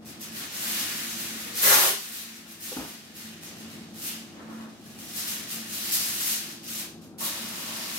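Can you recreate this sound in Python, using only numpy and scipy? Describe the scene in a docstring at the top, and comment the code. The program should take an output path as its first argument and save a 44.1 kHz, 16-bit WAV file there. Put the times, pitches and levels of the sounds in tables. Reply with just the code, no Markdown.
"""Aluminium foil crackles off its roll over the hum of an extractor fan, in a small, hard-walled kitchen.
The sheet is torn along the box's saw edge, the box is put down, a dish slides over the stove, and the
sheet is carried across, laid on it and smoothed by hand. The crackle is snap-through buckling: thousands
of tiny impulses a second, blurred by reverberation. Punctures and knocks excite the box's resonances;
dish and palm sound by stick-slip friction. A phone's gain control ducks after the loud tear."""
import sys
import numpy as np
from scipy import signal
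from scipy.fft import rfft, irfft
from scipy.io import wavfile
from scipy.ndimage import uniform_filter1d, minimum_filter1d

SR = 44100
rng = np.random.default_rng(int(sys.argv[2]) if len(sys.argv) > 2 else 0)


def inscribe(sig):
    """Save sig as 16-bit PCM at rate SR to the path in sys.argv[1].

    A 1-D sig is mono; a 2-D sig holds one channel per row.
    Samples are clipped to [-1, 1] before scaling.
    """
    pcm = np.round(np.clip(np.atleast_2d(sig).T, -1, 1) * 32767)
    wavfile.write(sys.argv[1], SR, pcm.astype(np.int16))


N = 351918
T = np.arange(N) / SR


def undb(db):
    """Amplitude ratio of a level in decibels."""
    return 10 ** (np.asarray(db) / 20)


def unit(x):
    """Normalisation to rms 1."""
    return x / np.sqrt(np.mean(x ** 2))


def curve(rows, column=1):
    """Linear interpolation of one table column over time."""
    rows = np.array(rows)
    return np.interp(T, rows[:, 0], rows[:, column])


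def gesture(rows, column=1):
    """Amplitude envelope of a movement, silent outside its rows."""
    return undb(curve(rows, column)) * (T >= rows[0][0]) * (T <= rows[-1][0] + .01)


def along(points, hz):
    """Interpolation of (f/Hz, value) points on a log-frequency axis."""
    f, value = np.transpose(points)
    return np.interp(np.log(hz + 1), np.log(f), value)


def colour(x, points):
    """Spectral shaping by (f/Hz, level/dB) points, conserving the power of a white input."""
    hz = np.fft.rfftfreq(N, 1 / SR)
    return irfft(rfft(x) * unit(undb(along(points, hz))), N)


def drift(rate_hz):
    """Low-pass noise of rms 1: random values, each held for one period, smoothed twice."""
    hold = int(SR / rate_hz)
    steps = np.repeat(rng.standard_normal(N // hold + 1), hold)
    return unit(uniform_filter1d(uniform_filter1d(steps, hold), hold)[:N])


def clicks(per_s, spread_db):
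    """Shot noise: random impulses, many small and a few large, with mean power near 1."""
    chance, size, sign = rng.random(N), rng.exponential(size=N), rng.choice([-1, 1], N)
    size = unit(undb(spread_db * np.minimum(size, 4)))
    probability = np.minimum(per_s / SR, 1)
    return (chance < probability) * sign * size / np.sqrt(probability)


# reverberation time of the kitchen: f/Hz, T60/s
ROOM_DECAY = [(100, .3), (500, 0.3), (2000, 0.38), (5000, 0.5), (10000, 0.33), (16000, 0.25)]
# level difference, left minus right: f/Hz, level/dB
STEREO_BALANCE = [(200, .5), (700, -0.6), (1300, -0.3), (2400, -0.5), (4400, 1.5), (8000, 2.3), (15000, 1)]

def kitchen(x, direct_db, lag):
    """Reverberation: direct sound, lag samples later on the right, then a decaying diffuse field."""
    t = T[:SR * 3 // 4]
    hz = np.fft.rfftfreq(len(t), 1 / SR)
    density = np.clip((t / .03) ** 2, .01, 1)  # reflections thicken with time squared
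    echoes = rng.standard_normal((2, len(t))) * (rng.random((2, len(t))) < density)
    left, right = rfft(echoes / np.sqrt(density) * (t > .002))
    coherence = np.exp(-hz / 520)  # long waves reach both microphones alike
    field = np.array([left, coherence * left + np.sqrt(1 - coherence ** 2) * right])
    centres = np.geomspace(100, 16000, 9)
    response = 0
    for centre, weights in zip(centres, np.eye(len(centres))):
        fade = np.exp(-np.log(1000) * t / along(ROOM_DECAY, centre))
        band = np.interp(np.log(hz + 1), np.log(centres), weights)
        response = response + irfft(field * band, len(t)) * fade / np.sqrt(np.sum(fade ** 2))
    response[0, 0] += undb(direct_db)
    response[1, lag] += undb(direct_db)
    response /= np.sqrt(1 + undb(direct_db) ** 2)
    balance = undb(np.outer([.5, -.5], along(STEREO_BALANCE, hz)))
    response = irfft(rfft(response) * balance, len(t))
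    return signal.fftconvolve(x[None], response, axes=1)[:, :N]


# weaker fan tones: multiple of the shaft rate, level/dB
SHAFT_HARMONICS = [(3, -63.5), (6, -59)]
# swells of the blade tone: centre t/s, half-width/s, gain/dB
BLADE_SWELLS = [(.68, .16, 7), (1.32, .16, 7), (2.38, .2, 5.5), (3.25, .08, 13), (3.68, .07, 11),
                (4.6, .18, 13), (5.62, .08, 11), (7.25, .05, 8), (7.65, .16, 9)]
# rumble of the moving air: f/Hz, level/dB
AIR_SPECTRUM = [(25, -31), (46, -24), (60, -16), (92, -3.5), (135, -5), (190, 1.5), (260, 1.5), (330, -2.5),
                (480, -11), (760, -11.5), (950, -19), (1250, -18), (2000, -31), (5000, -42), (15000, -56)]

def fan(shaft_hz=55.57, blade_count=4, blade_db=-54, eddy_db=-55, eddy_width_hz=30, air_db=-47.2):
    """Blade-passing tone over rumbling air: turbulence modulates it and spreads a skirt of noise."""
    turns = np.cumsum(shaft_hz * (1 + .001 * drift(3))) / SR
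    phase = 2 * np.pi * blade_count * turns
    swell_db = sum(db * np.exp(-((T - s) / half) ** 2) for s, half, db in BLADE_SWELLS)
    blades = undb(blade_db + swell_db + 2.5 * drift(12)) * np.sin(phase + .4 * drift(22))
    skirt = drift(eddy_width_hz) * np.sin(phase) + drift(eddy_width_hz) * np.cos(phase)
    tones = sum(undb(db + 3.4 * drift(9)) * np.sin(2 * np.pi * k * turns + .8 * drift(14))
                for k, db in SHAFT_HARMONICS)
    mid, side = colour(rng.standard_normal((2, N)), AIR_SPECTRUM) * undb(air_db + .8 * drift(5))
    hum = np.sqrt(2) * (blades + tones) + undb(eddy_db) * skirt
    left, right = hum + .96 * mid + .22 * side, hum + .8 * mid - .3 * side
    return np.array([left, np.roll(right, 6)])


# the dish sliding on the stove: t/s, level/dB
DISH_SLIDE = [(4.32, -59), (4.37, -48.5), (4.42, -45), (4.46, -50), (4.5, -45.5), (4.58, -49), (4.67, -48),
              (4.74, -62)]
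# its scrape: f/Hz, level/dB
DISH_SPECTRUM = [(50, -35), (150, -14), (230, 1), (330, 2.5), (440, -9), (530, -1.5), (850, -9), (1100, -4),
                 (1700, -7.5), (2400, -20), (5000, -38), (15000, -58)]
# a palm pressing the sheet onto the rim: t/s, level/dB
PALM_STROKE = [(7.18, -65), (7.205, -41.5), (7.25, -43), (7.32, -47), (7.5, -50), (7.68, -42.5),
               (7.85, -46.5), (7.98, -53)]
# its rub: f/Hz, level/dB
PALM_SPECTRUM = [(40, -35), (150, -21), (280, -4), (420, -11), (560, 4.5), (750, -4), (1130, 3.5),
                 (1500, -3.5), (3000, -13), (15000, -50)]

def friction():
    """Stick-slip friction: dense, uneven slips of dish over stove, then of palm over foil."""
    dish = colour(clicks(2500, spread_db=0), DISH_SPECTRUM) * gesture(DISH_SLIDE) * undb(.97 * drift(35))
    palm = colour(clicks(3000, spread_db=3.5), PALM_SPECTRUM) * gesture(PALM_STROKE)
    palm *= undb(1.9 * drift(25))
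    return kitchen(dish + palm, direct_db=-8, lag=24)


# the box striking the counter: t/s, level/dB, relative thud level/dB, f/Hz favoured by the contact point
BOX_IMPACTS = [(1.753, -33.5, -8, 241), (2.717, -34.5, -22, 500), (2.766, -28, -11, 285),
               (2.794, -35, -12, 305), (2.835, -44.5, -5, 262)]
# modes rung by an impact: f/Hz, level/dB, T60/s
IMPACT_MODES = [(263, 0, .17), (305.6, 0, 0.19), (430, 1, 0.19), (502, 0.5, .12), (590, -15, .12),
                (797, 0, 0.16), (877, -2, .12), (1098, -13, 0.12), (1395, -8, 0.089)]
# thud of the counter: f/Hz, level/dB
THUD_SPECTRUM = [(30, -42), (45, -26), (62, 3), (85, -3), (130, -6), (200, -1), (350, -9), (900, -30)]
# dry scuff of cardboard: f/Hz, level/dB
SCUFF_SPECTRUM = [(100, -30), (450, -2), (900, -1), (1400, -3), (2500, -11), (8000, -40)]

def knocks(push_s=.0017, thud_s=.057, scuff_s=.048, scuff_db=-7):
    """Impact excitation: soft blows scuff the box, ring its damped modes and shake the counter."""
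    out, t = np.zeros(N), T[:SR // 2]
    counter = colour(rng.standard_normal(N), THUD_SPECTRUM)
    cardboard = colour(rng.standard_normal(N), SCUFF_SPECTRUM)
    for s, db, thud_db, favoured_hz in BOX_IMPACTS:
        span = slice(int(s * SR), int(s * SR) + len(t))
        blow = undb(thud_db) * counter[span] * np.exp(-t / thud_s)
        blow += undb(scuff_db) * cardboard[span] * np.exp(-t / scuff_s)
        for hz, mode_db, t60 in IMPACT_MODES:
            lift_db = 12 * np.exp(-(np.log2(hz / favoured_hz) / .23) ** 2)
            phase = 2 * np.pi * hz * (1 + .012 * rng.standard_normal()) * t
            blow += undb(mode_db + lift_db - 3.5) * np.sin(phase) * np.exp(-np.log(1000) * t / t60)
        out[span] += undb(db) * blow * (1 - np.exp(-t / push_s))
    return kitchen(out, direct_db=4.5, lag=7)


# the roll squeaking in its box before the tear: t/s, f/Hz, level/dB
ROLL_SQUEAK = [(1.22, 473, -70), (1.29, 461, -54), (1.37, 463, -52), (1.45, 468, -48), (1.53, 480, -43.5),
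               (1.59, 450, -56), (1.63, 437, -66)]
# the tear along the saw edge: t/s, level/dB, f/Hz of the freed flap, falling as it grows
TEAR_PATH = [(1.6, -51, 1200), (1.632, -24, 1800), (1.65, -16, 1850), (1.7, -23, 1960), (1.712, -9, 1420),
             (1.728, -15.5, 1400), (1.745, -22, 650), (1.79, -19, 990), (1.84, -19.5, 890),
             (1.885, -25.5, 400), (1.92, -46, 370)]
# resonances of the cardboard box: f/Hz, bandwidth/Hz, level/dB
BOX_RESONANCES = [(353, 30, 3), (418, 40, 2.5), (551, 32, 1.5), (755, 110, -2), (874, 44, -2),
                  (1038, 74, 1), (1417, 92, 0.5), (1485, 80, 1.5), (1740, 320, -2.5), (2040, 240, -1)]
# the box shaking under the teeth: f/Hz, level/dB
SHUDDER_SPECTRUM = [(30, -50), (55, -26), (100, -5), (170, 2), (280, -3), (600, -25)]

def tear(teeth_per_s=1100, shudder_db=-19):
    """Forced vibration: the roll squeaks, then punctures drive the box, most near the flap's pitch."""
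    highpass = signal.butter(3, 260, "high", fs=SR, output="sos")
    punctures = signal.sosfilt(highpass, clicks(teeth_per_s, spread_db=1.5))
    flap_hz = curve(TEAR_PATH, 2)
    rasp = 0
    for k, (hz, width, db) in enumerate(BOX_RESONANCES):
        ring = signal.lfilter(*signal.iirpeak(hz, hz / width, SR), punctures)
        lift_db = 7 * np.exp(-(np.log2(hz / flap_hz) / .37) ** 2)
        rasp = rasp + (-1) ** k * undb(db + lift_db) * ring
    squeak_hz = curve(ROLL_SQUEAK) * (1 + .012 * drift(90))
    squeak = np.sin(2 * np.pi * np.cumsum(squeak_hz) / SR) * gesture(ROLL_SQUEAK, 2)
    shudder = colour(clicks(teeth_per_s, spread_db=1.5), SHUDDER_SPECTRUM) * undb(shudder_db)
    rip = (unit(rasp) + shudder) * gesture(TEAR_PATH) * undb(-.5)
    return kitchen(rip + squeak * undb(2 * drift(40.6)), direct_db=-8.5, lag=11)


# crackle as the hands draw, tear, sway, carry, lay and smooth the sheet:
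# start t/s, rise/s, hold/s, time to fall 20 dB/s, level/dB
HAND_FLURRIES = [ (0.049, .01, .03, .06, -43), (0.193, .018, .01, .07, -37), (0.305, .065, .02, .17, -35),
                 (0.5, .16, .06, 1.15, -31), (1.153, .03, .02, .32, -34), (1.362, .025, .1, .11, -41.5),
                 (1.534, .03, .06, .1, -29.5), (1.613, .055, .08, .1, -12.5), (1.75, .025, .1, .08, -17.5),
                 (1.946, .04, .07, .23, -32.5), (2.093, .045, .02, .28, -30.5), (2.32, .025, .01, .12, -42),
                 (2.463, .03, .02, .09, -37), (2.587, .04, .04, .39, -30.5), (2.838, .04, .02, .07, -40.5),
                 (3.134, .02, .05, .22, -38.7), (3.409, .015, .01, .15, -39.8),
                 (3.547, .04, .01, .07, -44.3), (3.668, .03, .01, .22, -46.5),
                 (3.933, .08, .04, .24, -39.5), (4.012, .03, .025, .1, -32), (4.434, .125, .02, .21, -54),
                 (4.795, .05, .12, .11, -50.5), (4.962, .04, .12, .1, -41.5), (5.129, .04, .01, .25, -31.5),
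                 (5.243, .03, .02, .26, -33), (5.469, .035, .01, .27, -34.5), (5.656, .1, .15, .13, -33),
                 (5.909, .02, .01, .06, -23), (5.96, .04, .16, .2, -30), (6.176, .095, .05, .16, -27),
                 (6.472, .03, .01, .04, -41), (6.613, .175, .02, .035, -33.5),
                 (7.006, .01, .02, .03, -51.5), (7.179, .065, .01, .11, -28.5), (7.302, .03, .63, .2, -38),
                 (7.92, .035, .04, .1, -35)]

def crackle_level(held_db=-60, laid_s=6.88, laid_db=-72):
    """Incoherent addition: flurries rise, hold and fade, and their powers sum to one level in dB."""
    power = undb(np.where(T < laid_s, held_db, laid_db)) ** 2  # the sheet trembles faintly while held
    for start, rise, hold, fade, db in HAND_FLURRIES:
        age = T - start
        fall_db = -20 * np.clip((age - rise - hold) / fade, 0, 10)
        power = power + np.clip(age / rise, 0, 1) * undb(db + fall_db) ** 2
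    return 10 * np.log10(power)


# creases snapping: f/Hz, level/dB
CREASE_SPECTRUM = [(300, -60), (1500, -28), (3000, -6.5), (4500, -4), (6000, -1.5), (8700, -3), (12500, -4),
                   (15800, -15)]
# fine fizz of the hardest snaps: f/Hz, level/dB
FIZZ_SPECTRUM = [(1000, -61), (6000, -22), (9000, -6), (11000, -1.5), (13000, 5), (15800, -1.5)]
# wider panels flexing: f/Hz, level/dB
PANEL_SPECTRUM = [(40, -51), (250, -23), (500, -10.5), (850, -7.5), (1300, -3.5), (1850, -3), (2400, -3),
                  (3300, -4), (4500, -7.5), (8000, -16), (15000, -40)]
# how freely the panels flex: t/s, level/dB
PANEL_SLACK = [(0, -3.8), (.4, -1.3), (1.5, -3), (1.72, 2.5), (1.95, -3.3), (2.7, -4.2), (3.7, -3),
               (4.05, -6.5), (4.35, -3.5), (4.9, -7.5), (5.4, -4.3), (6.3, -6), (6.85, -5), (7.12, -13),
               (7.24, -4.8), (7.98, -1.5)]
# tinny resonance of each patch of the sheet: f/Hz
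PATCH_RESONANCES = [1740, 2220, 2920, 3910, 4870, 6270]

def foil(ordinary_db=-35, panel_lag_s=.04, ring_db=1, ring_q=6):
    """Snap-through buckling: creases snap and flex the panels, faster and brighter with more effort."""
    level_db = crackle_level()
    effort_db = np.clip(level_db - ordinary_db, -24, 14)
    # the panels follow the creases late, so each flurry starts bright and ends dull
    follow = 1 / (panel_lag_s * SR)
    late_db = signal.lfilter([follow], [1, follow - 1], effort_db, zi=effort_db[:1])[0]
    surge_db = effort_db - late_db
    flex_db = curve(PANEL_SLACK) - .36 * effort_db - .45 * surge_db - 2.5  # gentle moves favour panels
    fizz_db = -7 + .43 * effort_db + .3 * np.minimum(surge_db, 10)  # the first snaps are the sharpest
    snaps_per_s = 540 * undb(.5 * effort_db)
    out = 0
    for patch, hz in enumerate(PATCH_RESONANCES):
        snaps = clicks(snaps_per_s, spread_db=4)
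        flexes = .56 * snaps + .8 * clicks(snaps_per_s, spread_db=3.5)
        creases = colour(snaps, CREASE_SPECTRUM) * undb(-3.5)
        fizz = colour(snaps, FIZZ_SPECTRUM) * undb(fizz_db)
        panels = colour(flexes, PANEL_SPECTRUM) * undb(flex_db)
        sheet = creases + fizz + panels
        # a patch rings more or less as it is pulled taut and let go
        ring = signal.lfilter(*signal.iirpeak(hz, ring_q, SR), sheet) * undb(ring_db + 3.37 * drift(11))
        flicker_db = 1.24 * drift(70)
        out = out + kitchen((sheet + ring) * undb(level_db + flicker_db), direct_db=-9, lag=22 - patch)
    return out / np.sqrt(len(PATCH_RESONANCES))


def gain_control(x, threshold_db=-22, slope=.49, window_s=.03, hold_s=.7, recover_db_per_s=5.2):
    """Dynamic compression: a loud sound lowers the gain at once; it stays down, then creeps back."""
    power = uniform_filter1d(np.mean(x ** 2, axis=0), int(window_s * SR))
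    cut_db = slope * np.maximum(10 * np.log10(np.abs(power) + 1e-12) - threshold_db, 0)
    half = int(hold_s * SR / 2)
    held_db = -minimum_filter1d(-cut_db, 2 * half + 1, origin=half, mode="nearest")
    recovery_db = recover_db_per_s * T
    return x * undb(recovery_db - np.maximum.accumulate(held_db + recovery_db))


def scene():
    """Superposition: the pressures of all sources at the stove add."""
    return foil() + tear() + knocks() + friction() + fan()


def record(dry, cutoff_hz=15850):
    """Compression and band limiting: the phone ducks after the tear and cuts the highest treble."""
    lowpass = signal.ellip(10, .05, 60, cutoff_hz, fs=SR, output="sos")
    return signal.sosfiltfilt(lowpass, gain_control(dry))


dry = scene()
out = record(dry)
inscribe(out)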